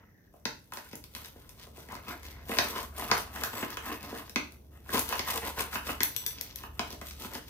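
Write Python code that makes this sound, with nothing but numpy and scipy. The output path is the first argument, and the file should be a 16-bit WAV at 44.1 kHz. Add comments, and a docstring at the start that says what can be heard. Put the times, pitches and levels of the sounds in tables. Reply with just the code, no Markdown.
"""A kitchen, two close microphones: a faint narrow hiss, then a steel wheel cutter rocks lightly in a pizza crust.
From two seconds the strokes bear down, grinding the wooden board in grains and cracking the crisp crust; the hiss
returns once as an appliance drone swells. Knocks and snaps are millisecond bursts that ring the board.
After a last hard run the lifted wheel clicks on its axle from six seconds and rings in steel modes; lighter strokes
follow. The small hard room answers every stroke and blow for a third of a second, over steady air."""
import sys
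import numpy as np
from scipy import signal
from scipy.fft import rfft, irfft, next_fast_len
from scipy.io import wavfile
from scipy.ndimage import uniform_filter1d

SR = 44100
rng = np.random.default_rng(int(sys.argv[2]) if len(sys.argv) > 2 else 0)


def transcribe(signal):
    """Save signal, clipped to [-1, 1], as a 16-bit WAV file at the path in sys.argv[1]."""
    frames = np.atleast_2d(signal).T
    limited = np.clip(frames, -1, 1)
    pcm = np.round(limited * 32767).astype(np.int16)
    wavfile.write(sys.argv[1], SR, pcm)


def voltage_ratio(decibels):
    """Convert decibels (scalar or array-like) to amplitude ratios, 20 dB per decade."""
    exponent = np.asarray(decibels, float) / 20
    return 10 ** exponent


N = 330309

# pushes of the wheel: full push t/s, hold t/s, pressure on the board level/dB, crust breaking level/dB,
# crispness of the break level/dB above the breaking (all before the trims in strokes)
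STROKE_PUSHES = [(0.0, 0.02, -57, -95, -12), (0.34, 0.07, -72, -90, 14.5), (0.457, 9.4, -78, -79.5, 6),
                 (0.75, 0.036, -52, -60, 5), (0.857, 0.017, -55.5, -65.5, 6), (0.904, 0.029, -70, -63, -4),
                 (1.157, 0.12, -59, -58.5, 4.5), (1.36, 0.32, -63, -71, 5.5), (1.608, 0.026, -57, -57, -4),
                 (1.764, 0.071, -55, -62, 3), (1.919, 0.043, -45, -60.5, 3),
                 (2.082, 0.034, -37.5, -51.5, 2), (2.252, 0.059, -53.5, -56, 1),
                 (2.347, 0.1, -56, -67.5, -7), (2.504, 0.2, -38, -49, 4.5), (2.757, 0.048, -37, -47, 0.5),
                 (2.995, 0.047, -35, -49.5, 4.5), (3.1, 0.1, -39, -49, 3.5), (3.27, 0.036, -47.5, -67, -13),
                 (3.357, 0.11, -40.5, -52, 6.5), (3.537, 0.097, -35.5, -48.5, 4.5),
                 (3.706, 0.028, -41, -51, -1), (3.863, 0.066, -35.5, -49, 2.5),
                 (4.037, 0.073, -44, -54, -1.5), (4.154, 0.044, -42.5, -53, 2),
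                 (4.262, 0.015, -61, -62, -5), (4.42, 0.13, -64, -79, 5), (4.742, 0.033, -58.5, -80, 12),
                 (4.94, 0.045, -31, -40.5, 3.5), (5.096, 0.07, -38, -45, 1), (5.282, 0.088, -36, -44, 4),
                 (5.444, 0.029, -32, -45, 2.5), (5.589, 0.029, -32, -45, 3), (5.745, 0.0073, -35, -46, 4.5),
                 (5.883, 0.015, -34.5, -44, 4.5), (6.103, 0.41, -58, -58.5, -23),
                 (6.59, 0.024, -56, -53, -4), (6.756, 0.03, -60, -72.5, 10), (6.872, 0.071, -59, -57, -1),
                 (7.024, 0.013, -53, -61, 3), (7.07, 0.011, -66, -49.5, 4.5),
                 (7.215, 0.034, -44, -48.5, 2.5), (7.333, 0.028, -42, -51.5, 2.5),
                 (7.48, 0.02, -59, -55, -1)]
# where the crust breaks, as the microphones hear it: lag of the right one t/s, pan L-R level/dB
BREAK_SPOTS = [(.00014, 5), (0.000065, -1.5)]


def strokes():
    """Rolling pressure grinds the board; the crust breaks in grains at two spots and stirs the wheel."""
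    start, hold, pressure_db, break_db, crispness_db = np.transpose(STROKE_PUSHES)
    pressure = pushes(start, hold, pressure_db, rise_db_per_s=397, fall_db_per_s=252, rest_db=-79)
    coarse, fine = [pushes(start, hold, db, rise_db_per_s=370, fall_db_per_s=272, rest_db=-85.5)
                    for db in (break_db, break_db + crispness_db)]
    out = 0
    for lag_s, pan_db in BREAK_SPOTS:
        grinding = voltage_ratio(-6.0) * pressure * grains(1600, spread_db=3.0, clump_db=2.5)
        grind = board(grinding, patchy_db=4.0)
        breaking = grains(1500, spread_db=4.0, clump_db=2.5)
        crisp = voltage_ratio(-6.5) * fine * breaking
        crumbs = voltage_ratio(-1.77) * coarse * breaking
        ringing = voltage_ratio(8.2) * stirred_wheel(crisp, damping=7.0)
        out = out + placed(grind + crust(crumbs, crisp) + ringing, lag_s, pan_db)
    return out


def pushes(start, hold, level_db, rise_db_per_s, fall_db_per_s, rest_db):
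    """Each push builds up to its start, holds and lets go; overlapping pushes add as power. Gain over time."""
    t = np.arange(0, N / SR + .002, .001)
    start, hold = start[:, None], hold[:, None]
    building_db = rise_db_per_s * np.maximum(start - t, 0)
    letting_go_db = fall_db_per_s * np.maximum(t - start - hold, 0)
    gains = voltage_ratio(level_db[:, None] - building_db - letting_go_db)
    power = np.sum(gains ** 2, axis=0) + voltage_ratio(rest_db) ** 2   # the wheel at rest is the floor
    return np.interp(np.arange(N) / SR, t, np.sqrt(power))


def grains(per_s, spread_db, clump_db):
    """Random fractures, a few much larger than the rest, coming in clumps; rms 1."""
    clumps = rms_one(uniform_filter1d(rng.standard_normal(N), size=500))
    born = rng.random(N) < per_s / SR
    sizes = voltage_ratio(spread_db * np.minimum(rng.exponential(1, N), 5) + clump_db * clumps)
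    return rms_one(born * sizes * rng.choice([-1, 1], N))


# spectrum of the coarse crumbling: f/Hz, relative level/dB per Hz
CRUMB_SPECTRUM = [(2000, 3.5), (2600, 4.5), (3500, 6), (5000, 6), (6000, 5), (7500, -9), (9000, -23.5)]
# spectrum of the crisp edge of a break: f/Hz, relative level/dB per Hz
CRISP_SPECTRUM = [(6000, 5), (8000, 0), (10000, 3.5), (12400, 9), (14000, 7), (15500, 6.5), (16500, -30)]


def crust(coarse, fine):
    """Breaking crust radiates a coarse crumble and a finer, brighter edge."""
    return shape(coarse, CRUMB_SPECTRUM) + shape(fine, CRISP_SPECTRUM)


# resonances of the wooden board: f/Hz, width f/Hz, relative level/dB
BOARD_MODES = [(110, 22, -5.5), (223, 42.4, -1), (297.4, 53.3, 1), (458.5, 51, 0), (573, 82, -2.5),
               (710, 132, -2.5), (882, 89, 0), (1044, 121, 1), (1278, 130, -1.5), (1475, 254, -3.5),
               (1836, 320, -5.5), (2097, 162, -5.5), (2592, 260, -9), (2920, 430, -11.5)]


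def board(x, patchy_db):
    """Broad resonances in parallel, each fed unevenly as the contact moves; normalised by their noise power."""
    out, power = 0, 0
    for k, (hz, width, db) in enumerate(BOARD_MODES):
        fed = x * voltage_ratio(patchy_db * drift(14))
        out = out + (-1) ** k * voltage_ratio(db) * resonance(fed, hz, width)   # neighbours in opposite sign
        power += voltage_ratio(db) ** 2 * np.pi * width / SR
    return out / np.sqrt(power)


# modes of the free steel wheel: f/Hz, relative level/dB, 60 dB decay t/s, family (nodal lines less two)
WHEEL_MODES = [(3490, -3, .2, 0), (5570, -7, .3, 0), (5890, 0, .25, 0), (6010, -6, .2, 0),
               (8930, 3, .15, 0), (7840, 0, .4, 1), (13320, 2, .35, 1), (10100, 3, .1, 2),
               (11700, -8, .1, 2), (12310, 0, .3, 3), (12420, -7, .2, 3), (14120, 5, .13, 4),
               (14380, 1, .1, 4)]


def stirred_wheel(x, damping):
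    """Steel modes stirred by the crackle; the dough shortens their decay by the damping factor."""
    out = np.zeros(N)
    for hz, db, t60, _ in WHEEL_MODES:
        width = damping * np.log(1000) / (np.pi * t60)
        out += voltage_ratio(db) * resonance(x * voltage_ratio(5.9 * drift(7.8)), hz, width)
    return out


def tapped_wheel(taps):
    """The free wheel rings, each mode as strong as it moves at the struck spot; the next click stops the ring."""
    hz, db, t60, family = np.transpose(WHEEL_MODES)[:, :, None]
    knee_hz, node_leak = 10000, .06   # a mode struck on its nodal line still sounds a little
    starts = [round(row[0] * SR) for row in taps]
    t, out = np.arange(SR // 3) / SR, np.zeros(N)
    for start, stop, (*_, ring_db, degrees, thin_db) in zip(starts, [*starts[1:], N], taps):
        stopped_db = -1500 * np.maximum(t - (stop - start) / SR, 0)
        moves = np.abs(np.cos(np.radians(degrees) * (family + 2))) + node_leak
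        moves = moves * voltage_ratio(thin_db * np.minimum(np.log2(hz / knee_hz), 0))
        modes = moves * voltage_ratio(ring_db + db - 60 * t / t60) * np.sin(2 * np.pi * hz * t)
        out[start:start + len(t)] += voltage_ratio(stopped_db) * modes.sum(axis=0)
    return out


# the wheel knocks through to the board: t/s, blow level/dB, dull thump level/dB above the blow,
# crack of the crust level/dB above the blow (before the trims in jolt and crack)
BOARD_KNOCKS = [(0.3385, -65, 9.5, -16), (0.398, -75, 6, -10), (0.4539, -27.5, -8.5, 4.5),
                (0.7213, -40, -15, -4), (0.771, -38.5, -8, 3), (0.9304, -42.5, -1.5, -2),
                (1.163, -41.5, -10, 0), (1.219, -59, 2, -6), (1.358, -61, 6, -13), (1.6699, -67.5, 16, 10),
                (1.778, -61.5, 15.5, -1), (1.8867, -46, -3.5, -7), (1.924, -50, 4, -14),
                (1.9521, -40.5, -4.5, 0), (2.492, -42, 5, -12), (2.5156, -30.5, -5.5, -12),
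                (2.57, -34.5, -1, 2), (2.586, -17.5, -8.5, 4), (2.76, -32.5, -4, -6),
                (3.1139, -17.5, -9.5, 1), (3.3599, -34, -31, -9), (3.4355, -29.5, -7, 3.5),
                (3.6265, -30, -3.5, -16), (3.7704, -31.5, -9.5, -1.5), (4.1252, -44.5, 8, -12),
                (4.359, -24, -9, 3), (4.86, -53, -13, -31), (4.8916, -36, -10, -11), (4.94, -34.5, 0.5, -6),
                (4.972, -32, -21, 5), (5.1246, -27, -27, -5), (5.1931, -23, -7.5, -0.5),
                (5.2747, -36, -20, -2), (5.2997, -31, -15, -18), (5.5802, -38.5, -6, -5),
                (5.5926, -28.5, -28, -3), (5.7285, -37, -11, -1), (5.756, -28, -11, -10),
                (5.8691, -32, -12, -7), (5.891, -29, -6, -18), (6.005, -24.5, -8, 3),
                (6.636, -40.5, -4, -7), (6.7933, -24.5, -6.5, 0), (6.927, -41, -0.5, 2.5),
                (6.9048, -54, 7, 15.5), (7.0134, -37.5, -3.5, -2.5), (7.2462, -36.5, -5.5, -10),
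                (7.3514, -37.5, -6.5, 3)]


def knocks():
    """The wheel striking through: a jolt for the board, and a crack whose crisp edge partly follows its level."""
    s, blow_db, thump_db, crack_db = np.transpose(BOARD_KNOCKS)
    crack_db = blow_db + crack_db
    return jolt(s, blow_db + thump_db, blow_db), crack(s, crack_db, -34 + 0.47 * crack_db)


# single snaps of the crust: t/s, crack level/dB, crispness level/dB above the crack (before the same trims)
CRUST_SNAPS = [(0.7357, -39, -6.5), (0.9127, -48, -14), (0.9544, -48.5, 3), (1.0397, -44, -8),
               (1.1498, -34.5, -12), (1.247, -39, -20), (1.4922, -46.5, -5.5), (2.231, -43, -10.5),
               (2.829, -44.5, -0.5), (3.4362, -42.5, 9), (3.7035, -40.5, -4), (4.029, -46.5, 0),
               (4.2953, -38.5, -11.5), (4.5211, -51, -6.5), (4.9925, -33, 3.5), (5.0904, -39, 0),
               (5.1545, -42, -1.5), (6.3847, -39.5, -30), (7.1093, -38.5, -18), (7.2209, -39, -11)]


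def snaps():
    """The crust snapping by itself: a crack, with a small share of it jolting the board."""
    s, crack_db, crispness_db = np.transpose(CRUST_SNAPS)
    into_board_db = crack_db - 13
    return jolt(s, into_board_db - 3.5, into_board_db), crack(s, crack_db, crack_db + crispness_db)


# clicks of the lifted wheel on its axle: t/s, click level/dB (before the same trims), ring level/dB,
# place round the rim/degrees, ring lost below the knee level/dB per octave
AXLE_CLICKS = [(6.0140, -39, -51, 33.5, 2), (6.0320, -22.5, -38, 90, 18), (6.1634, -29, -42, 70.5, 0),
               (6.2636, -29, -40, 28, 0), (6.4109, -31, -56, 28, 2), (6.5585, -37, -61, 84, 3)]


def axle_clicks():
    """The lifted wheel clicking: its jolt goes through hand and counter, and the steel rings."""
    s, click_db = np.transpose(AXLE_CLICKS)[:2]
    thud_db = click_db - 23.5
    return jolt(s, thud_db, thud_db + 3.0), crack(s, click_db, click_db - 4) + tapped_wheel(AXLE_CLICKS)


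def blows():
    """Knocks, snaps and clicks share the board; their treble leans towards the left microphone."""
    knock_push, knock_treble = knocks()
    snap_push, snap_treble = snaps()
    click_push, click_treble = axle_clicks()
    thuds = board(knock_push + snap_push + click_push, patchy_db=1.5)
    snap_lag_s, click_lag_s = 0.00011, .000163
    return (placed(thuds, snap_lag_s, 0) + placed(knock_treble + snap_treble, snap_lag_s, 5.5)
            + placed(click_treble, click_lag_s, 9))


def crack(s, crack_db, crisp_db):
    """The treble of a sudden break or click: a coarse burst and a shorter crisp one."""
    return crust(bursts(s, crack_db + 1.2, decay_s=0.0013), bursts(s, crisp_db + 12.5, decay_s=0.00085))


def jolt(s, thump_db, blow_db):
    """A push into the board: a dull part below 655 Hz and a shorter hard part above."""
    dull, hard = [signal.butter(2, 655, kind, fs=SR, output="sos") for kind in ("low", "high")]
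    thump = signal.sosfilt(dull, bursts(s, thump_db + 13.5, decay_s=0.004))
    return thump + signal.sosfilt(hard, bursts(s, blow_db + 12.0, decay_s=0.001))


# all-passes that smear the front of a burst over a millisecond or two: lag t/s
FRONT_LAGS = [.00016, .00029, .00052]


def bursts(s, db, decay_s):
    """A front smeared by short all-passes, with noise that dies within milliseconds."""
    sharp_share, spread = 0.7, .5   # part that comes as one front with an even spectrum; all-pass coefficient
    hits = np.bincount(np.round(s * SR).astype(int), voltage_ratio(db), N) + 1e-18
    envelope = signal.lfilter([1], [1, -np.exp(-1 / (decay_s * SR))], hits)
    noise = envelope * rng.choice([-1, 1], N)
    front = hits
    for lag_s in FRONT_LAGS:
        a = np.r_[1, np.zeros(round(lag_s * SR) - 1), -spread]
        front = signal.lfilter(a[::-1], a, front)
    return np.sqrt(1 - sharp_share) * noise + np.sqrt(sharp_share * decay_s * SR / 2) * front


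def kitchen(x):
    """The small hard room: dense reflections dying exponentially, starting with the first echo."""
    t60_s, first_echo_s, room_db = .32, 0.0021, 2.5
    t = np.arange(SR // 2) / SR
    tail = two_ears(rng.standard_normal((2, len(t)))) * voltage_ratio(-60 * t / t60_s) * (t > first_echo_s)
    tail = tail / np.sqrt(np.sum(tail ** 2) / 2)
    return voltage_ratio(room_db) * signal.fftconvolve(x[None], tail)[:, :N]


# swell of the appliance drone: t/s, level/dB (before the offsets of lines and rumble)
DRONE_SWELL = [(0.0, -82), (0.81, -70), (1.19, -65), (2.54, -51.5), (3.77, -55), (4.71, -59), (5.36, -53),
               (7.49, -54.5)]
# the two lines, one entry each: f/Hz; width of the wavering part f/Hz; offset from the swell level/dB
LINE_HZ = [50, 70.6]
LINE_WIDTH_HZ = [7.2, 5]
LINE_DB = [-5, 2]
# spectrum of the rumble: f/Hz, relative level/dB per Hz
RUMBLE_SPECTRUM = [(40, -12), (90, 8.5), (200, -5), (400, -7.5), (900, -19.5)]


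def drone():
    """Two low lines that waver (a steady tone plus noise in a narrow resonance) over a rumble."""
    t = np.arange(N) / SR
    swell_db = np.interp(t, *np.transpose(DRONE_SWELL))
    rumble = shape(two_ears(rng.standard_normal((2, N))), RUMBLE_SPECTRUM)
    out = voltage_ratio(-33 + 0.41 * swell_db) * rumble   # the rumble follows the swell only in part
    for db, hz, width in zip(LINE_DB, LINE_HZ, LINE_WIDTH_HZ):
        noise = rng.standard_normal(N + SR)   # the first second lets the resonance settle
        waver = rms_one(resonance(resonance(noise, hz, width), hz, width)[SR:])
        out = out + voltage_ratio(swell_db + db) * (0.47 * waver + 0.95 * np.sin(2 * np.pi * hz * t))
    return out


# faint narrow hisses, sagging in pitch: full level t/s, length t/s, f/Hz at that time, carrier level/dB
HISS_PASSES = [(0.0, 0.36, 1970, -69), (2.239, 0.26, 2145, -58)]


def narrow_hiss():
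    """A band of noise carried on a falling tone."""
    width_hz, sag_hz_per_s, fade_s = 330, 800, 0.096
    t, out = np.arange(N) / SR, 0
    low = signal.butter(2, width_hz / 2, fs=SR, output="sos")
    band = rms_one(signal.sosfilt(low, rng.standard_normal((2, N))))
    for start, length, hz, db in HISS_PASSES:
        since = t - start
        fade = np.clip(np.minimum(since + fade_s, length - since) / fade_s, 0, 1)
        phase = 2 * np.pi * (hz - sag_hz_per_s * since / 2) * since
        out = out + voltage_ratio(db) * fade * band * np.sin(phase)
    return out


# spectrum of the steady background: f/Hz, relative level/dB per Hz
AIR_SPECTRUM = [(24, -41), (40, 4.5), (177, 1), (823, -22), (1200, -49), (3830, -49), (5870, -26),
                (8360, -51), (14200, -24), (16500, -38)]


def room_air():
    """Steady background of the kitchen and the microphones, as shaped noise."""
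    return voltage_ratio(-61) * shape(two_ears(rng.standard_normal((2, N))), AIR_SPECTRUM)


def two_ears(white):
    """Two microphones from a mid and a side noise: alike below 583 Hz, unrelated in the treble."""
    side = signal.sosfilt(signal.butter(1, 583, "high", fs=SR, output="sos"), white[1])
    return (white[0] + side * [[1], [-1]]) / np.sqrt(2)


def placed(x, lag_s, pan_db):
    """Left and right microphone: the right one hears it a little later; pan is L-R in dB."""
    delay = np.exp(-2j * np.pi * np.fft.rfftfreq(N, 1 / SR) * lag_s)
    late = irfft(rfft(x) * delay, N)
    return np.stack([x * voltage_ratio(pan_db / 2), late * voltage_ratio(-pan_db / 2)])


def rms_one(x):
    """Scales to an rms of 1."""
    return x / np.sqrt(np.mean(x ** 2) + 1e-20)


def drift(per_s):
    """Slow chance, spread 1: random knots joined by straight lines."""
    knots = rng.standard_normal(int(N / SR * per_s) + 2)
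    return np.interp(np.arange(N) / SR * per_s, np.arange(len(knots)), knots)


def resonance(x, hz, width_hz):
    """A two-pole resonance with zeros at both ends of the spectrum; peak gain near 1."""
    r = np.exp(-np.pi * width_hz / SR)
    b = np.array([1, 0, -1]) * (1 - r * r) / 2
    return signal.lfilter(b, [1, -2 * r * np.cos(2 * np.pi * hz / SR), r * r], x + 1e-18)


def shape(x, points):
    """Causal filter with a (Hz, dB) spectrum, falling 24 dB an octave outside; white noise keeps its power."""
    size = 2 * next_fast_len(N // 2 + 4096)
    hz, db = np.transpose(points)
    octaves = np.log2(np.fft.rfftfreq(size, 1 / SR) + 1)
    outside = np.maximum(np.log2(hz[0]) - octaves, 0) + np.maximum(octaves - np.log2(hz[-1]), 0)
    gain = rms_one(voltage_ratio(np.interp(octaves, np.log2(hz), db) - 24 * outside))
    cepstrum = irfft(np.log(gain), size)
    cepstrum[1:size // 2] *= 2   # folding gives minimum phase
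    cepstrum[size // 2 + 1:] = 0
    return irfft(rfft(x, size) * np.exp(rfft(cepstrum)), size)[..., :N]


def scene():
    """Cutter and blows close by, then the room's answer, the drone, the air and the hiss."""
    rolling, struck = strokes(), blows()
    # blows travel through board and counter into the room; the dough muffles the rolling
    into_room = (struck + voltage_ratio(-9.0) * rolling)[1]
    return rolling + struck + kitchen(into_room) + drone() + room_air() + narrow_hiss()


def low_pass(x):
    """Removes everything above the highest recorded frequency."""
    return signal.sosfilt(signal.butter(12, 16970, fs=SR, output="sos"), x)


def record(dry):
    """The top of the treble drops steeply, by 32 dB just above 15850 Hz."""
    top_hz, top_db = 15850, -32.0
    heard = shape(dry, [(1, 0), (top_hz, 0), (top_hz + 150, top_db), (SR / 2, top_db)])
    return low_pass(heard)


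dry = scene()
out = record(dry)
transcribe(out)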